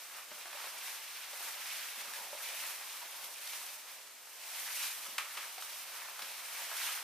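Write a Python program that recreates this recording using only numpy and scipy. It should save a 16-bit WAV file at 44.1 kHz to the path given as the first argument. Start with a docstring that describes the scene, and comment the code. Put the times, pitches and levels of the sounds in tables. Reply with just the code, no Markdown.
"""A small room with a rug: someone in a long, slick synthetic skirt walks, sways and turns.
The cloth slides on itself with a hiss, its folds crinkle and its panels billow; fast swings make it zip,
and rubbed air pockets sound hollow. Now and then a fold snaps or a hand pats the hip. Heels land softly
and the floor hums under the weight. A small stereo microphone hears it from a few steps away."""
import sys
import numpy as np
from scipy import signal
from scipy.fft import rfft, irfft, next_fast_len
from scipy.io import wavfile

SR = 44100
rng = np.random.default_rng(int(sys.argv[2]) if len(sys.argv) > 2 else 0)


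def int16_out(signal):
    """Quantize to a 16-bit WAV file."""
    q = np.round(np.clip(np.atleast_2d(signal).T, -1, 1) * 32767)
    wavfile.write(sys.argv[1], SR, q.astype(np.int16))


N = 310008
TIME_S = np.arange(N) / SR
FFT_SIZE = next_fast_len(N + SR)
FREQS_HZ = np.maximum(np.fft.rfftfreq(FFT_SIZE, 1 / SR), 1)


def skirt(hem_hz=780, panel_hz=1550, surface_hz=5600):
    """Hem and wide panels give the lows, folds the middle, the slick surface the top."""
    fold_db, slide_db, billow_db, flap_db = swish_levels_db()
    hem_share = 1 / (1 + (FREQS_HZ / hem_hz) ** 8)
    low_share = 1 / (1 + (FREQS_HZ / panel_hz) ** 6)
    surface_share = 1 / (1 + (surface_hz / FREQS_HZ) ** 4)
    fold_share = (1 - low_share) * (1 - surface_share)
    panel_share = low_share * (1 - hem_share)
    folds = from_db(-2.0) * rubbing(fold_db, fold_share, (1800, 5000), slips_per_s=190, crinkle=0.27)
    slide = from_db(-0.5) * rubbing(slide_db, surface_share, (6000, 15000), slips_per_s=340, crinkle=0.38)
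    billow = from_db(-3.0) * rubbing(billow_db, panel_share, (800, 1500), slips_per_s=90, crinkle=0.66)
    flap = from_db(-3.5) * rubbing(flap_db, hem_share, (400, 800), slips_per_s=90, crinkle=0.61)
    return folds + slide + billow + flap + zipping(fold_db)


def swish_levels_db(stir_db=-71.5, drop_db=10.0, roundness=1.33):
    """Each swing swells and fades; overlaps add in power. Rows: folds, slide, billow, flap."""
    # (peak [s], swell [s], fade [s], folds [dB], slide, billow, flap [dB re folds])
    swishes = [(0.02, 0.079, 0.12, -55.5, 2, -2.5, -21), (0.17, 0.074, 0.084, -53.5, -0.5, -1, -9.5),
               (0.40, 0.17, 0.19, -52.5, -2.5, -6, -12), (0.63, 0.16, 0.25, -49.5, -0.8, -5, -12),
               (0.89, 0.16, 0.17, -48.5, 0, -7, -14), (1.17, 0.25, 0.25, -50, -3, -10, -22),
               (1.47, 0.21, 0.1, -50, 2, -3, -9.5), (1.73, 0.29, 0.4, -46, -2, -8.5, -17),
               (1.99, 0.026, 0.12, -52, -1.5, -4, -10), (2.17, 0.2, 0.32, -51, 0, -6.5, -7.5),
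               (2.46, 0.12, 0.24, -47.9, -1, -11, -16), (2.64, 0.24, 0.3, -48, 0.9, -5.5, -13.5),
               (2.93, 0.11, 0.24, -52.5, -0.5, -10, -14.5), (3.25, 0.39, 0.065, -53.5, 0.5, -4.5, -11),
               (3.54, 0.38, 0.15, -49.5, 0, -11, -14), (3.67, 0.15, 0.21, -53.5, 3, -5.5, -10.5),
               (3.89, 0.038, 0.19, -54.5, -2.5, -7, -20), (4.59, 0.22, 0.19, -48, 0.5, -8.5, -20),
               (4.839, 0.25, 0.14, -45, 2.5, -7.5, -20.5), (5.07, 0.3, 0.15, -54, 3.5, -10, -10),
               (5.431, 0.45, 0.15, -50.5, -1.3, -5, -14), (5.74, 0.34, 0.44, -51, 0.5, -8.5, -14.5),
               (5.97, 0.099, 0.43, -52.5, -1.5, -2.5, -11.5), (6.26, 0.12, 0.43, -53.5, 1.5, -7, -8),
               (6.62, 0.34, 0.076, -48.5, -1.5, -6.5, -14.5), (6.87, 0.25, 0.2, -43, 0.2, -6, -16.5)]
    power = np.zeros((4, N)) + from_db(stir_db) ** 2  # the cloth never quite rests
    for peak_s, swell_s, fade_s, db, slide_db, billow_db, flap_db in swishes:
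        away = np.maximum((peak_s - TIME_S) / swell_s, (TIME_S - peak_s) / fade_s)
        near = away < 4
        envelope = from_db(-drop_db * away[near] ** roundness)
        peaks = from_db([db, db + slide_db, db + billow_db, db + flap_db])
        power[:, near] += np.outer(peaks, envelope) ** 2
    return 10 * np.log10(power)


def rubbing(level_db, power_share, reference_band_hz, slips_per_s, crinkle, flutter_db=1.0):
    """Diffuse friction of the whole surface plus stick-slip grains, denser with speed."""
    # cloth spectrum: (frequency [Hz], level [dB])
    cloth_spectrum = [(41, -85), (70, -63), (221, -28.5), (387, -22), (568, -12), (953, -4.5), (1170, -4.5),
                      (2630, 0), (4930, -3.5), (5640, -3.5), (7910, -8.5), (9060, -4), (9910, -6),
                      (11900, -5.5), (15200, -9)]
    speed = from_db(level_db - level_db.mean())
    slips = room(stick_slip(slips_per_s * speed), wet_db=-1.5)
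    friction = rng.standard_normal((2, N)) + crinkle * slips
    envelope = from_db(level_db + flutter_db * drift(rate_hz=70))
    colour = gain_curve(cloth_spectrum) * np.sqrt(power_share)
    low_hz, high_hz = reference_band_hz
    band_rms = np.sqrt(np.mean(colour ** 2 * (FREQS_HZ > low_hz) * (FREQS_HZ < high_hz)))
    return filtered(friction / friction[0].std() * envelope, colour / band_rms)


def stick_slip(per_s, spread_db=6.0, decay_s=0.00041):
    """Tiny random slips, most weak, a few strong, each a brief flurry of noise."""
    sizes = from_db(spread_db * np.minimum(rng.exponential(1, N), 3))
    slips = sizes ** 2 * (rng.random(N) < per_s / SR) / per_s
    energy = signal.lfilter([1], [1, -np.exp(-1 / (decay_s * SR))], slips + 1e-18)
    return unit_rms(np.sqrt(energy) * rng.standard_normal(N))


def zipping(fold_db, reference_hz=2530, octaves_per_db=0.16, wander_octaves=0.16):
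    """Fine surface grain passing over itself: a narrow rush, higher and louder with speed."""
    speed_db = fold_db + 45
    octaves = octaves_per_db * speed_db + wander_octaves * drift(rate_hz=25)
    centre_hz = np.clip(reference_hz * 2 ** octaves, 500, SR / 4)
    return resonant_noise(centre_hz, q=1.6) * from_db(-53.5 + 1.5 * speed_db)


def air_pockets(side_db=-5):
    """Rubbed air pockets between cloth and legs sound hollow; pitch glides as they change size."""
    # (start [s], length [s], first pitch [Hz], last pitch [Hz], level [dB])
    pockets = [(2.12, .21, 1090, 630, -56), (2.478, 0.098, 640, 606, -60), (3.005, 0.056, 940, 910, -56),
               (4.329, 0.48, 740, 820, -61)]
    out = np.zeros((2, N))
    for start_s, length_s, first_hz, last_hz, db in pockets:
        progress = np.linspace(0, 1, int(length_s * SR))
        hollow = resonant_noise(first_hz * (last_hz / first_hz) ** progress, q=3.2)
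        add_at(out, start_s, from_db(db) * np.sin(np.pi * progress) * hollow)
    return out * from_db([[0], [side_db]])


def fold_snaps(rise_per_t60=0.048, treble_to_bass_edge=3.8):
    """A taut fold lets go: a short spray of contacts, answered by the room."""
    # (time [s], level [dB], treble edge [Hz], t60 [s])
    snaps = [(0.314, -42.5, 2500, 0.05), (0.454, -39.5, 1820, 0.035), (0.528, -39, 1700, 0.027),
             (0.641, -35, 2800, 0.021), (1.33, -39, 2520, 0.032), (2.136, -27, 12000, 0.012),
             (2.425, -42, 4000, 0.018), (2.637, -35, 1980, 0.021), (3.02, -44, 2000, 0.031),
             (3.242, -34, 9900, 0.022), (3.472, -33.5, 9000, 0.033), (3.534, -32, 3980, 0.011),
             (3.664, -31, 19000, 0.018), (4.07, -41, 9000, 0.032), (4.824, -33, 9000, 0.15),
             (5.061, -36, 3500, 0.028), (5.581, -35.5, 2500, 0.015), (5.622, -31.5, 6100, 0.029),
             (6.191, -34, 4000, 0.033), (6.219, -32, 7000, 0.045), (6.714, -36, 1390, 0.038)]
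    # (frequency [Hz], gain [dB])
    snap_colour = [(60, -28), (200, -26.5), (500, -5.5), (800, -3.5), (1200, 0.5), (1700, -2.5),
                   (2500, -5.5), (4000, -3.5), (5500, -5.5), (7000, -12.5), (12000, -8), (15000, -21)]
    out, t = np.zeros(N), TIME_S[:SR // 4]
    for time_s, db, edge_hz, t60_s in snaps:
        envelope = (1 - np.exp(-t / (rise_per_t60 * t60_s))) * from_db(-60 * t / t60_s)
        contacts = rng.choice([-1., 1.], len(t)) * envelope / envelope.max()
        pole = np.exp(-2 * np.pi * edge_hz / SR)
        crack = signal.lfilter([np.sqrt(1 - pole ** 2)], [1, -pole], contacts)
        # a small, bright fold radiates little bass
        crack = butterworth(crack, "high", edge_hz / treble_to_bass_edge, order=1)
        add_at(out, time_s, from_db(db) * crack)
    return from_db(0.5) * filtered(room(out, wet_db=-4.0), minimum_phase(gain_curve(snap_colour)))


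def hand_pats():
    """An open hand meets taut cloth: a crisp, thin smack."""
    # (time [s], level [dB], bass edge [Hz], treble edge [Hz], contact [s])
    pats = [(5.1807, 6.5, 1090, 14900, .004), (5.3700, -1.5, 630, 7500, .007)]
    # (frequency [Hz], gain [dB])
    pat_colour = [(100, -6), (500, -9.5), (760, -7), (1180, 1.5), (1500, -3.5), (2200, -1.5), (3000, -3),
                  (4000, -7.5), (5200, -11.5), (7500, -14.5), (12000, -15), (15000, -31)]
    out = np.zeros(N)
    for time_s, db, bass_hz, treble_hz, contact_s in pats:
        smack = butterworth(palm_contact(contact_s), "low", treble_hz)
        add_at(out, time_s, from_db(db) * butterworth(smack, "high", bass_hz))
    return filtered(room(out, wet_db=-3.5), minimum_phase(gain_curve(pat_colour)))


def palm_contact(contact_s, stages=5):
    """A click spread by allpass delays over the time palm and fingers take to land."""
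    click = signal.unit_impulse(SR // 10)
    for share in np.geomspace(.06, .45, stages) * rng.uniform(.85, 1.15, stages):
        gap = np.zeros(max(int(share * contact_s * SR), 1))
        feedback = rng.choice([-.62, .62])
        click = signal.lfilter(np.r_[feedback, gap, 1], np.r_[1, gap, feedback], click)
    return click


def heel_knocks(rise_s=0.0012, bass_cut_hz=330):
    """The rug turns each heel strike into a dull, briefly ringing knock."""
    # (time [s], level [dB], centre [Hz])
    strikes = [(.314, -51.5, 610), (.454, -54, 730), (.549, -51, 590), (.668, -55, 525), (2.193, -52, 950),
               (2.329, -42.5, 578), (2.349, -46, 605), (5.579, -48, 750), (6.718, -53, 890)]
    # (frequency [x centre], level [dB], t60 [s])
    knock_modes = [(.8, -11.5, 0.03), (1.0, 0.5, 0.051), (1.5, -3, 0.035)]
    out, t = np.zeros(N), TIME_S[:SR // 5]
    for time_s, db, centre_hz in strikes:
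        knock = sum(np.sin(2 * np.pi * centre_hz * ratio * t) * from_db(mode_db - 60 * t / t60_s)
                    for ratio, mode_db, t60_s in knock_modes)
        add_at(out, time_s, from_db(db) * knock * (1 - np.exp(-t / rise_s)))
    return from_db(5.5) * room(butterworth(out, "high", bass_cut_hz), wet_db=-11.5)


def floor_hum(rise_s=0.0046, detune=0.038):
    """The floor rings briefly as it takes the weight."""
    # (time [s], level [dB])
    treads = [(0.272, -77), (0.311, -60.5), (0.671, -77), (1.971, -65), (2.075, -64.5), (2.209, -68.5),
              (3.229, -71), (5.079, -63), (5.123, -64), (6.218, -63.5)]
    # (frequency [Hz], level [dB], t60 [s])
    floor_modes = [(113, -39, .16), (167, -26, 0.31), (223, 6.5, 0.056), (347, 6, 0.054)]
    out, t = np.zeros(N), TIME_S[:SR // 3]
    attack = (1 - np.exp(-t / rise_s)) ** 2
    for time_s, db in treads:
        for hz, mode_db, t60_s in floor_modes:
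            ring = np.sin(2 * np.pi * hz * t * (1 + rng.normal(0, detune)))
            add_at(out, time_s, ring * attack * from_db(db + mode_db - 60 * t / t60_s))
    return from_db(3.5) * room(out, wet_db=-10.5)


def room(x, wet_db, dull_t60_s=0.25, bright_t60_s=0.28, dull_hz=1900, first_wall_s=0.0045):
    """Direct sound plus dense reflections, a dull and a bright tail. Rows: mid, side."""
    t = TIME_S[:SR // 2]
    bright, dull = rng.standard_normal((2, 2, len(t)))
    tail = butterworth(dull, "low", dull_hz) * from_db(2 - 60 * t / dull_t60_s)
    tail += bright * from_db(-60 * t / bright_t60_s)
    tail *= np.clip(t / first_wall_s - 1, 0, 1)
    response = from_db(wet_db) * tail / np.sqrt(np.sum(tail ** 2, axis=1, keepdims=True))
    response[0, 1] += 1
    response[1, :3] += [.5, 0, -.5]  # direct sound reaches one microphone port just before the other
    return signal.fftconvolve(x[None], response, axes=1)[:, :N] / np.sqrt(1 + from_db(wet_db) ** 2)


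def background_hiss():
    """Faint, steady noise."""
    # (frequency [Hz], level [dB])
    hiss_spectrum = [(25, -29), (50, -46), (80, -42), (140, -25.5), (300, -14.5), (520, -8.5), (800, -6.5),
                     (1300, -4.5), (2300, -3.5), (4000, -5.5), (8000, -6.5), (15200, -10.5)]
    return from_db(-55.0) * unit_rms(filtered(rng.standard_normal((2, N)), gain_curve(hiss_spectrum)))


def resonant_noise(centre_hz, q, block=128):
    """Two noise channels through a moving resonance; rms 1."""
    out = rng.standard_normal((2, N))[:, :len(centre_hz)]
    state = np.zeros((2, 2, 2))
    for i in range(0, len(centre_hz), block):
        peak = np.concatenate(signal.iirpeak(centre_hz[i], q, fs=SR))
        out[:, i:i + block], state = signal.sosfilt([peak, peak], out[:, i:i + block], zi=state)
    return unit_rms(out)


def drift(rate_hz):
    """Random wander; rms 1."""
    knots = rng.standard_normal(2 ** 13)
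    return unit_rms(np.interp(TIME_S * rate_hz, np.arange(len(knots)), knots))


def gain_curve(points):
    """(frequency [Hz], level [dB]) points to a gain per FFT bin."""
    hz, db = np.transpose(points)
    return from_db(np.interp(np.log(FREQS_HZ), np.log(hz), db))


def minimum_phase(gain):
    """Causal response of a gain curve: nothing sounds early."""
    cepstrum = irfft(np.log(gain), FFT_SIZE)
    cepstrum[1:FFT_SIZE // 2] *= 2
    cepstrum[FFT_SIZE // 2 + 1:] = 0
    return np.exp(rfft(cepstrum))


def filtered(x, response):
    return irfft(rfft(x, FFT_SIZE) * response, FFT_SIZE)[..., :N]


def butterworth(x, kind, edge_hz, order=2):
    return signal.sosfilt(signal.butter(order, edge_hz, kind, fs=SR, output="sos"), x)


def add_at(out, time_s, sound):
    first = int(time_s * SR)
    out[..., first:first + sound.shape[-1]] += sound[..., :N - first]


def from_db(db):
    return 10 ** (np.asarray(db) / 20)


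def unit_rms(x):
    return x / np.sqrt(np.mean(x ** 2) + 1e-20)


def scene():
    """Cloth, feet and hiss, spread over the two microphone ports."""
    # difference between the ports: (frequency [Hz], side gain [dB])
    stereo_width = [(60, -20), (110, -1), (200, -2), (380, -0.5), (700, -5.5), (1290, -6), (2380, -9.5),
                    (4400, -3), (7300, 0.5), (9000, -0.5), (10300, 3.5), (11700, 0.5), (13500, 2.5),
                    (15000, 0)]
    hiss = background_hiss()
    mid, side = skirt() + air_pockets() + fold_snaps() + hand_pats() + heel_knocks() + floor_hum() + hiss
    side = from_db(-2.0) * filtered(side, gain_curve(stereo_width))
    return np.array([mid + side, mid - side]) * from_db([[-.25], [.25]])


def record(dry, cutoff_hz=15250):
    # peaks and dips: (centre [Hz], width [Hz], gain [dB])
    recorder_colour = [(560, 65, 2), (932, 65, 1.5), (2340, 540, 1.44), (5870, 340, 1), (7820, 170, 4),
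                       (7980, 68, -12), (8850, 1000, 1), (9930, 1440, -1.5), (11700, 630, 1.5)]
    colour_db = sum(db / (1 + (2 * (FREQS_HZ - hz) / width_hz) ** 2)
                    for hz, width_hz, db in recorder_colour)
    top_cut = 1 / np.sqrt(1 + (FREQS_HZ / cutoff_hz) ** 400)
    return filtered(dry, from_db(colour_db) * top_cut)


dry = scene()
out = record(dry)
int16_out(out)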